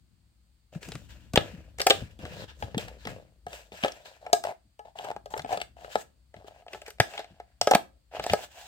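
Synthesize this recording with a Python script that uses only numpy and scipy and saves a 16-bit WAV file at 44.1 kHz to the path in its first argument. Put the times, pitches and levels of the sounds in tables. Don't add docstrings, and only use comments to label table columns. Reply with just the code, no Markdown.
import sys
import numpy as np
from scipy import signal
from scipy.fft import rfft, irfft
from scipy.io import wavfile
from scipy.ndimage import uniform_filter1d, map_coordinates

SR = 44100
rng = np.random.default_rng(int(sys.argv[2]) if len(sys.argv) > 2 else 0)


def transcribe(signal):
    frames = np.atleast_2d(signal).T
    limited = np.clip(frames, -1, 1)
    pcm = np.round(limited * 32767).astype(np.int16)
    wavfile.write(sys.argv[1], SR, pcm)


N = 382617

# frequency in Hz, relative level in dB, decay time t60 in seconds,
# before the grip bends and damps them.
DOME_MODES = [(434.7, 2.5, 0.1), (563, 0.5, 0.054), (642, 5, 0.043), (716, 6.5, 0.077), (821, 0, 0.16),
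              (1278, -1, 0.073), (1670, -4.5, 0.11)]
# frequency in Hz, relative density in dB per Hz.
TABLE_SPECTRUM = [(60, -33), (95, 3.5), (130, -5.5), (180, -7), (260, -15), (330, -15), (420, -39)]


def snaps():
    # start in seconds, dome ring in dB, dome pitch in Hz, crack in dB, crack colour in Hz,
    # tick in dB, ring time as a factor.
    snap_rows = [(0.748, -42, 644, -49.5, 1820, -65, 0.77), (0.828, -40, 417, -40.5, 2930, -39.5, 0.36),
                 (0.886, -33.5, 403, -50, 1900, -38.5, 0.28), (0.918, -35.5, 446, -36, 3860, -42, 0.38),
                 (0.952, -38, 388, -38, 1270, -36.5, 0.35), (1.334, -27, 507, -37, 3870, -29, 1),
                 (1.357, -16, 930, -16, 3260, -17.5, 0.53), (1.373, -2, 569, -14.5, 3620, -38.5, 0.25),
                 (1.784, -35.5, 476, -38.5, 2020, -35, 0.86), (1.796, -33, 438, -28.5, 1740, -36.5, 0.76),
                 (1.801, -20.5, 531, -22.5, 1850, -26.5, 1), (1.815, -31, 560, -25.5, 4160, -21, 0.95),
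                 (1.864, -11.5, 538, -31.5, 2130, -31, 0.9), (1.867, -7.5, 677, -16, 2155, -9, 0.9),
                 (1.898, -15, 520, -18, 2540, -15.5, 0.23), (1.904, -10, 539, -7.5, 3470, -17, 0.8),
                 (2.189, -47.5, 480, -56, 3370, -50, 0.52), (2.251, -31.5, 498, -37, 1250, -45.5, 0.48),
                 (2.623, -20.5, 813, -33.5, 1670, -41.5, 0.4), (2.744, -25.5, 459, -37, 2000, -68, 0.29),
                 (2.778, -25, 460, -25, 3170, -27, 0.62), (2.881, -41, 764, -38.5, 1670, -45, 0.68),
                 (3.051, -32.5, 474, -37, 3280, -42, 0.3), (3.07, -26.5, 585, -28.5, 1160, -36, 0.38),
                 (3.465, -26.5, 711, -44, 1657, -44, 0.45), (3.529, -41, 654, -37, 2960, -43.5, 1),
                 (3.718, -34.5, 440, -45.5, 2620, -55, 0.24), (3.827, -44, 595, -36, 2800, -44, 0.32),
                 (3.835, -20.5, 656, -22, 2700, -34, 0.19), (3.845, -11.5, 574, -26, 1640, -34, 0.67),
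                 (3.88, -28, 555, -33, 3200, -38, 0.58), (3.919, -45.5, 608, -42.5, 5270, -43, 0.88),
                 (4.263, -27.5, 738, -41, 1680, -50, 0.89), (4.329, -6.5, 705.6, -19, 5100, -12, 0.69),
                 (4.437, -25, 727, -35, 1260, -29, 0.46), (4.451, -32, 720, -39, 1230, -48.5, 1),
                 (4.791, -33.5, 832, -50.5, 2925, -48.5, 0.89), (4.986, -35, 823, -37.5, 2970, -44.5, 0.94),
                 (5.044, -27.5, 793, -46, 3000, -40, 0.84), (5.112, -24, 880, -43.5, 1660, -44, 0.27),
                 (5.162, -23.5, 808, -47, 1670, -48, 0.28), (5.257, -30.5, 620, -48, 1730, -44.5, 1),
                 (5.337, -19, 870, -36.5, 1670, -52.5, 0.26), (5.363, -25, 537, -45, 1490, -61, 0.58),
                 (5.376, -36.5, 860, -36, 1610, -30, 0.58), (5.393, -28.5, 640, -31, 1640, -41, 0.71),
                 (5.418, -46.5, 700, -47, 4000, -41, 0.47), (5.445, -24, 734, -46, 2200, -52, 0.52),
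                 (5.459, -29.5, 680, -48, 1280, -56, 0.25), (5.516, -29.5, 820, -42, 1460, -46, 0.38),
                 (5.526, -16.5, 742, -47, 2900, -34.5, 0.83), (5.572, -22.5, 627, -33, 1240, -39, 0.5),
                 (5.6, -32.5, 731, -39, 2980, -46, 0.8), (5.614, -25.5, 696, -28, 2670, -31.5, 0.29),
                 (5.844, -32.5, 552, -42.5, 1494, -52, 0.74), (5.954, -9, 655, -28.5, 1363, -30.5, 0.5),
                 (6.34, -35.5, 585, -50.5, 1637, -58, 0.57), (6.363, -44.5, 627, -50.5, 1890, -66.5, 0.57),
                 (6.443, -39, 414, -74, 2800, -65, 0.44), (6.48, -33, 651, -54, 3100, -62, 0.42),
                 (6.62, -47, 716, -63, 1640, -71, 0.7), (6.663, -35.5, 726.6, -64, 1800, -61.5, 0.42),
                 (6.68, -38, 690, -43.5, 2840, -68, 0.5), (6.731, -36, 390, -36.5, 2700, -41, 1),
                 (6.745, -29.5, 585, -42, 1380, -47, 0.79), (6.816, -39, 570, -45, 2570, -44, 0.55),
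                 (6.862, -54.5, 716, -42, 1920, -46, 0.38), (6.879, -33, 450, -46, 1360, -40, 0.41),
                 (6.903, -48.5, 418, -43.5, 1620, -36, 0.82), (6.983, -46, 685, -54.5, 2500, -62.5, 0.5),
                 (6.9995, -5.5, 651, -13, 1930, -15.5, 0.38), (7.135, -36.5, 800, -39.5, 2520, -49, 0.73),
                 (7.176, -33, 816, -31, 3320, -48, 0.84), (7.191, -25.5, 575, -40, 1303, -39, 0.68),
                 (7.242, -39, 710, -44, 1700, -54, 0.69), (7.399, -29.5, 716, -46, 1716, -55, 0.47),
                 (7.612, -11.5, 715, -21, 5280, -19, 0.41), (7.671, -5, 561, -20, 1260, -19.5, 0.58),
                 (7.71, -6, 601.5, -23, 1220, -14.5, 0.67), (7.714, -5.5, 745, -27, 1250, -41, 0.4),
                 (7.734, -5, 684, -19, 2920, -51, 0.15), (7.747, -18.5, 433, -16, 1250, -29.5, 0.88),
                 (7.749, -26, 442, -23, 12100, -45, 1), (7.751, -1.5, 715, -30, 1270, -39.5, 0.33),
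                 (8.165, -24, 653, -49, 1500, -57.5, 0.43), (8.195, -19.5, 653, -30, 1410, -39, 0.36),
                 (8.238, -31, 645, -31, 2770, -30, 1), (8.263, -15, 730, -34, 1620, -28.5, 0.29),
                 (8.296, -27.5, 680, -23, 2780, -49, 1), (8.333, -5.5, 634, -22, 1400, -21.5, 0.49)]
    # frequency in Hz, relative density in dB per Hz.
    crack_spectrum = [(530, -15), (900, -15.5), (1270, -7.5), (1840, -6.5), (2760, -5), (3280, -3.5),
                      (4580, -12.5), (5080, -21), (6000, -18.5), (7800, -50.5), (13200, -120)]
    tick_spectrum = [(2650, -30.5), (4500, -6.5), (5380, -3), (6580, -10), (8050, -2.5), (9840, -18),
                     (12400, -15), (13700, -18.5), (15400, -16.5), (16500, -28.5)]
    swell_s = 0.00306
    crack_late_s = 0.00042
    spread_ms = 0.063
    rim_to_walls = 0.4

    out = np.zeros((3, N + SR))
    t = np.arange(SR // 8) / SR
    mode_hz = np.transpose(DOME_MODES)[0][:, None]
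    phases = rng.uniform(-2.4, 1.5, (len(snap_rows), len(DOME_MODES), 1))
    bursts = rng.standard_normal((len(snap_rows), 2, len(t)))
    late_s = spread_ms / 1000 * rng.standard_normal(len(snap_rows))
    since_onset = np.maximum(t - np.array([[crack_late_s], [0]]), 0)
    bursts *= 1 - np.exp(-(since_onset / 0.001) ** 2)
    crack_decay = gain_of(-60 * t / 0.026) + 0.04 * gain_of(-60 * t / 0.1)
    tick_decay = gain_of(-60 * t / 0.021) + 0.096 * gain_of(-60 * t / 0.023)
    cracks = coloured(bursts[:, 0] * crack_decay, crack_spectrum)
    ticks = coloured(bursts[:, 1] * tick_decay, tick_spectrum)
    since_swell = t - swell_s

    for k, (s, dome_db, hz, crack_db, crack_hz, tick_db, lasting) in enumerate(snap_rows):
        distance = np.log(mode_hz / hz)
        weights = 0.34 + np.exp(-(distance / 0.095) ** 2)
        bend = hz / mode_hz[np.argmin(abs(distance))]
        dome = ring(since_swell, bend, weights, phases[k], max(lasting, 0.1))
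        dome = dome * np.clip(t / swell_s, 0, 1) ** 3
        rim = resonate(cracks[k] + ticks[k], np.full(len(t), crack_hz), max(600, crack_hz / 5))
        rim = gain_of(crack_db) * 2.0 * max(1, crack_hz / 4000) ** 1.5 * rim
        sound = gain_of(dome_db) * dome / abs(dome).max()
        sound += gain_of(crack_db) * cracks[k] + gain_of(tick_db) * ticks[k]

        first = round(s * SR)
        first_right = round((s + late_s[k]) * SR)
        out[0, first:][:len(t)] += sound + rim
        out[1, first_right:][:len(t)] += sound + rim
        out[2, first:][:len(t)] += sound + rim_to_walls * rim
    return out[:, :N]


def ring(t, bend, weights, phases, lasting):
    hz, db, t60 = np.transpose(DOME_MODES)[:, :, None]
    decay = gain_of(db - 60 * np.maximum(t, 0) / (t60 * lasting))
    return (weights * decay * np.sin(2 * np.pi * hz * bend * t + phases)).sum(0)


def fingers():
    # time in seconds, pitch in Hz.
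    hollow_pitch = [(0, 539.5), (3.3, 547), (3.5, 579.4), (5, 724.6), (6, 643), (8.7, 686)]
    # frequency in Hz, relative density in dB per Hz.
    rustle_spectrum = [(590, -19.5), (1000, -2.5), (1070, -13), (1660, -2.5), (2110, -11.5), (2790, -7.5),
                       (3340, -11), (5500, -14.5), (7150, -32.5), (12100, -120)]
    fine_spectrum = [(2650, -23.5), (4500, -9), (6730, 2), (8010, 3.5), (9020, -8.5), (15100, -7),
                     (16200, -13.5), (16500, -40.5)]
    apart = 0.78

    t = np.arange(N) / SR
    wander = 1 + 0.04 * slow_noise(800)
    hz = np.interp(t, *np.transpose(hollow_pitch)) * wander
    drive = slips(N, 520, 5.1)
    lower = evened(resonate(resonate(drive, hz, 170), hz, 480))
    upper = evened(resonate(drive, 1.9 * hz, 490))
    hollow = lower + 0.14 * upper

    short = np.arange(SR // 50) / SR
    grains = rng.standard_normal((6, len(short))) * gain_of(-60 * short / 0.0017)
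    crackle = evened(sum(signal.oaconvolve(slips(N, 83, 1.8), g)[:N] for g in grains))
    clumps = gain_of(2.0 * slow_noise(900))
    separate = rng.standard_normal((2, N))
    rubbing = clumps * (0.26 * rng.standard_normal(N) + 0.45 * crackle + apart * separate)

    patch_hz = 2900 * gain_of(1.4 * slow_noise(2500))
    rustle = evened(coloured(rubbing, rustle_spectrum))
    rustle = rustle + 0.8 * evened(resonate(rustle, patch_hz, 700))
    fine = evened(coloured(rubbing, fine_spectrum))
    scrape_level, rustle_level, fine_level = pressure()
    return scrape_level * evened(hollow) + rustle_level * evened(rustle) + fine_level * fine


def pressure():
    # start in seconds, contact in seconds,
    # swell during contact in dB, fade t60 in seconds, then at the end of contact the hollow scrape
    # in dB, rustle in dB, fine hiss in dB.
    strokes = [(0.721, 0.05, 4, 0.16, -53.5, -60.5, -64), (0.807, 0.049, 11, 0.76, -55, -51, -53.5),
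               (1.079, 0.015, 24, 1, -68, -59.5, -67.5), (1.408, 0.011, -20, 0.71, -45, -49, -58.5),
               (1.779, 0.029, 11.5, 0.079, -50.5, -44, -52.5), (1.929, 0.026, 7, 0.41, -43, -43, -51),
               (2.19, .256, 7, .05, -45, -47, -57), (2.475, .02, 6, .17, -56, -48, -63),
               (2.541, 0.071, 25, 0.1, -55, -60, -59), (2.631, 0.016, -11.5, 1, -48.5, -57.5, -66.5),
               (2.788, 0.055, -7, 0.37, -49.5, -50.5, -58), (2.98, 0.075, 6, 0.22, -85, -56, -66),
               (3.078, 0.018, 3, 0.43, -41, -52, -59.5), (3.477, 0.069, 14, 0.36, -45, -46.5, -50),
               (3.722, 0.16, 1.5, 0.057, -54, -51.5, -58.5), (3.856, 0.014, -29, 1, -48.5, -53, -59.5),
               (4.048, 0.015, 3.5, 0.26, -51, -50, -59.5), (4.211, 0.059, 10, 0.26, -43, -66.5, -69.5),
               (4.444, 0.068, 0.5, 0.058, -33, -53, -60), (4.847, 0.051, -10, 0.092, -53, -72.5, -82),
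               (4.953, 0.093, 9.5, 0.11, -37, -50.5, -57.5), (5.046, 0.059, 3.5, 0.031, -33.5, -49.5, -60),
               (5.301, 0.028, -0.5, 0.079, -46, -56, -53), (5.349, 0.033, 7, 0.068, -37, -68, -57),
               (5.47, 0.062, 14.5, 0.21, -27.5, -42, -49.5), (5.762, 0.11, 6.5, 0.23, -47, -58.5, -65.5),
               (5.889, 0.048, 5.5, 0.28, -65, -50.5, -56), (5.971, 0.044, 17.5, 0.059, -76, -49, -45.5),
               (6.333, 0.28, 2.5, .1, -56.5, -68, -76.5), (6.465, 0.017, 6, 0.032, -51.5, -57.5, -62),
               (6.67, 0.061, 24.5, 0.56, -50.5, -56, -62), (6.857, 0.045, -7, 0.077, -59.5, -57.5, -64.5),
               (7.04, 0.12, 7, 0.16, -49, -49.5, -55.5), (7.128, 0.075, 29, 0.15, -43.5, -42, -59),
               (7.27, 0.13, -5, 0.81, -69.5, -73, -85), (8.108, 0.05, 21.5, 0.55, -36.5, -44.5, -58.5),
               (8.218, 0.11, 11, 0.05, -46, -42, -48.5), (8.35, 0.094, 9, 0.085, -44.5, -45.5, -48.5),
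               (8.498, 0.091, 16.5, 0.94, -48.5, -49.5, -52.5)]
    touch_s = 0.0072

    t = np.arange(N) / SR
    levels = np.zeros((3, N))
    for start, contact, swell_db, t60, *db in strokes:
        i = slice(round(max(start, 0) * SR), round((start + contact + 1) * SR))
        since = t[i] - start
        swell = swell_db * np.minimum(since / max(contact, 0.005) - 1, 0)
        fade = -60 * np.maximum(since - contact, 0) / max(t60, 0.02)
        shape = np.clip(since / touch_s, 0, 1) * gain_of(swell + fade)
        levels[:, i] += gain_of(db)[:, None] * shape
    return levels


def thumps():
    # start in seconds, level in dB, starting pitch in Hz.
    bumps = [(0.757, -28, 172), (0.882, -33, 186), (0.95, -32, 143), (1.34, -14, 164), (1.375, -6.5, 153),
             (1.536, -35, 196), (1.579, -37.5, 91), (2.015, -32, 78), (2.191, -38.5, 231),
             (2.23, -35, 89.5), (2.623, -32.5, 84), (2.744, -30.5, 141), (2.77, -17.5, 215),
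             (3.062, -32, 233), (3.46, -48, 89.6), (3.722, -51, 213), (3.836, -18.5, 224),
             (4.328, -49, 249), (4.648, -63, 56.4), (5.155, -54.5, 151), (5.39, -43, 98),
             (5.441, -40.5, 285), (5.57, -42, 208), (5.951, -38, 227), (6.357, -50, 77.5),
             (6.742, -47, 197), (6.999, -14.5, 124), (7.305, -50.5, 73.5), (7.61, -44, 108),
             (7.749, -13.5, 221), (8.187, -42, 62), (8.301, -30, 88), (8.327, -28.5, 213)]
    fixed_t60_s, cycles, hard_t60_s_per_db = 0.04, 8.0, 0.003
    lag_ms = 0.3

    out = np.zeros(N + SR)
    t = np.arange(SR // 3) / SR
    puffs = evened(coloured(rng.standard_normal((len(bumps), len(t))), TABLE_SPECTRUM))
    for (s, db, hz), puff in zip(bumps, puffs):
        t60 = max(fixed_t60_s + cycles / hz - hard_t60_s_per_db * (db + 34.0), 0.03)
        tone = np.sin(2 * np.pi * hz * t / (1 + 3 * t))
        attack = 1 - np.exp(-t / 0.00079)
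        out[round(s * SR):][:len(t)] += gain_of(db - 60 * t / t60) * attack * (tone + 1.1 * puff)
    right = np.roll(out, round(lag_ms * SR / 1000))
    return np.array([out, right])[:, :N] * gain_of([[1.8], [-1.8]])


def rumble(pressing):
    # time in seconds, camera shake in dB, table rumble in dB.
    handling = [(0, -62.5, -65), (.7, -65.5, -76), (.95, -49.5, -56), (1.5, -54, -60), (3.05, -53.5, -67.5),
                (3.6, -60, -73), (4.75, -69, -79), (5.5, -59, -61), (6.25, -63.5, -71.5),
                (8.67, -64.5, -76)]
    # frequency in Hz, relative density in dB per Hz.
    shake_spectrum = [(20, -19), (40, -11), (56, 8), (75, -5), (100, -21), (130, -42.5)]
    lift_s = 3.4
    press_db, held_db = -1.5, -27

    s, shake_db, table_db = np.transpose(handling)
    t = np.arange(N) / SR
    a, b, c, d = rng.standard_normal((4, N))
    shake = evened(coloured(np.array([a + 0.086 * b, a - 0.063 * b]), shake_spectrum))
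    table = evened(coloured(np.array([c + 1.2 * d, c - 0.15 * d]), TABLE_SPECTRUM))
    shake = shake * gain_of(np.interp(t, s, shake_db))
    coupling = gain_of(np.where(t < lift_s, press_db, held_db))
    table = table * (gain_of(np.interp(t, s, table_db)) + coupling * pressing)
    return shake * gain_of([[2.2], [-2.2]]) + table * gain_of([[1.1], [-1.1]])


def room(x):
    # frequency in Hz, t60 in seconds.
    reverb_times = [(200, 0.48), (550, 0.15), (1400, 0.25), (3700, 0.22), (9700, 0.22)]

    taps = np.zeros((2, SR // 2))
    slots = np.arange(200, SR // 2 - 20, 20)
    shape = (2, len(slots))
    places = slots + rng.integers(0, 20, shape)
    np.put_along_axis(taps, places, rng.choice([-1., 1.], shape), 1)
    hz, t, bands = signal.stft(taps, SR, nperseg=256)
    f, t60 = np.transpose(reverb_times)
    band_t60 = np.interp(np.log(hz + 1), np.log(f), t60)[:, None]
    tail = signal.istft(bands * gain_of(-60 * t / band_t60), SR, nperseg=256)[1]
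    return signal.fftconvolve(x[None], tail / np.linalg.norm(tail[0]), axes=1)[:, :N]


def background_hiss():
    # frequency in Hz, relative density in dB per Hz.
    hiss_spectrum = [(180, -32), (330, -27), (406, -14.5), (449, -10.5), (2790, -11), (4030, -10),
                     (4540, -5), (5640, -17.5), (8440, -9.5), (10500, -22.5), (15200, -17.5), (16500, -17)]
    return gain_of(-76.5) * evened(coloured(rng.standard_normal((2, N)), hiss_spectrum))


def resonate(x, hz, width):
    turn = np.exp(2j * np.pi * np.cumsum(hz) / SR)
    r = np.exp(-np.pi * width / SR)
    return 2 * (turn * signal.lfilter([1 - r], [1, -r], x / turn)).real


def slips(size, per_s, spread_db):
    height = gain_of(spread_db * np.minimum(rng.exponential(1, size), 4))
    happens = rng.random(size) < per_s / SR
    return evened(height * rng.choice([-1., 1.], size) * happens)


def slow_noise(samples):
    return evened(uniform_filter1d(rng.standard_normal(N), samples))


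def gain_of(db):
    return 10 ** (np.asarray(db) / 20)


def evened(x):
    return x / np.sqrt(np.mean(x ** 2) + 1e-20)


def coloured(x, points):
    hz = np.fft.fftfreq(4096, 1 / SR)
    f, db = np.transpose(points)
    level_db = np.interp(np.log(abs(hz) + 1), np.log(f + 1), db, left=-60, right=-60)
    log_gain = level_db * np.log(10) / 20
    taps = np.fft.ifft(np.exp(np.conj(signal.hilbert(log_gain)))).real[:2048]
    taps = (taps / np.linalg.norm(taps)).reshape((1,) * (x.ndim - 1) + (-1,))
    return signal.oaconvolve(x, taps, axes=-1)[..., :x.shape[-1]]


def scene():
    # time in seconds, right microphone later by ms,
    # left louder by dB.
    placement = [(0, 0.098, 36), (.7, 0.049, 3.5), (1.7, 0.078, 3.5), (2.001, .2, 2), (6.201, 0.26, 5),
                 (6.8, 0.14, 2.6), (8.6, 0.058, 0.9)]
    # frequency in Hz, level over the right in dB.
    left_shade = [(250, 0.5), (600, -1.5), (1300, 1.5), (12000, -3)]
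    # delay in ms, level in dB.
    table_echo = [(.45, -17.5), (.8, -23)]

    t = np.arange(N) / SR
    hands = snaps() + fingers()[[0, 1, 0]]
    s, lag_ms, pan_db = np.transpose(placement)
    right = map_coordinates(hands[1], [(t - np.interp(t, s, lag_ms) / 1000) * SR], order=3)
    hz, db = np.transpose(left_shade)
    shade = gain_of(np.interp(np.log(np.fft.rfftfreq(N, 1 / SR) + 1), np.log(hz), db))
    left = irfft(rfft(hands[0]) * shade, N)
    side = gain_of(np.interp(t, s, pan_db) / 2)

    near = []
    for x, (delay_ms, echo_db) in zip((left * side, right / side), table_echo):
        near.append(x + gain_of(echo_db) * np.roll(x, round(delay_ms * SR / 1000)))
    walls = gain_of(-11.0) * room(hands[2])
    return np.array(near) + walls + background_hiss() + rumble(pressure()[0]) + thumps()


def record(dry):
    edge_hz = 16300
    thin = signal.sosfilt(signal.butter(2, 45., "high", fs=SR, output="sos"), dry)
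    rounded = thin / (1 + thin ** 4) ** (1 / 4)
    band_limit = signal.firwin(511, edge_hz, window=("kaiser", 9), fs=SR)
    return signal.oaconvolve(rounded, band_limit[None], "same")


dry = scene()
out = record(dry)
transcribe(out)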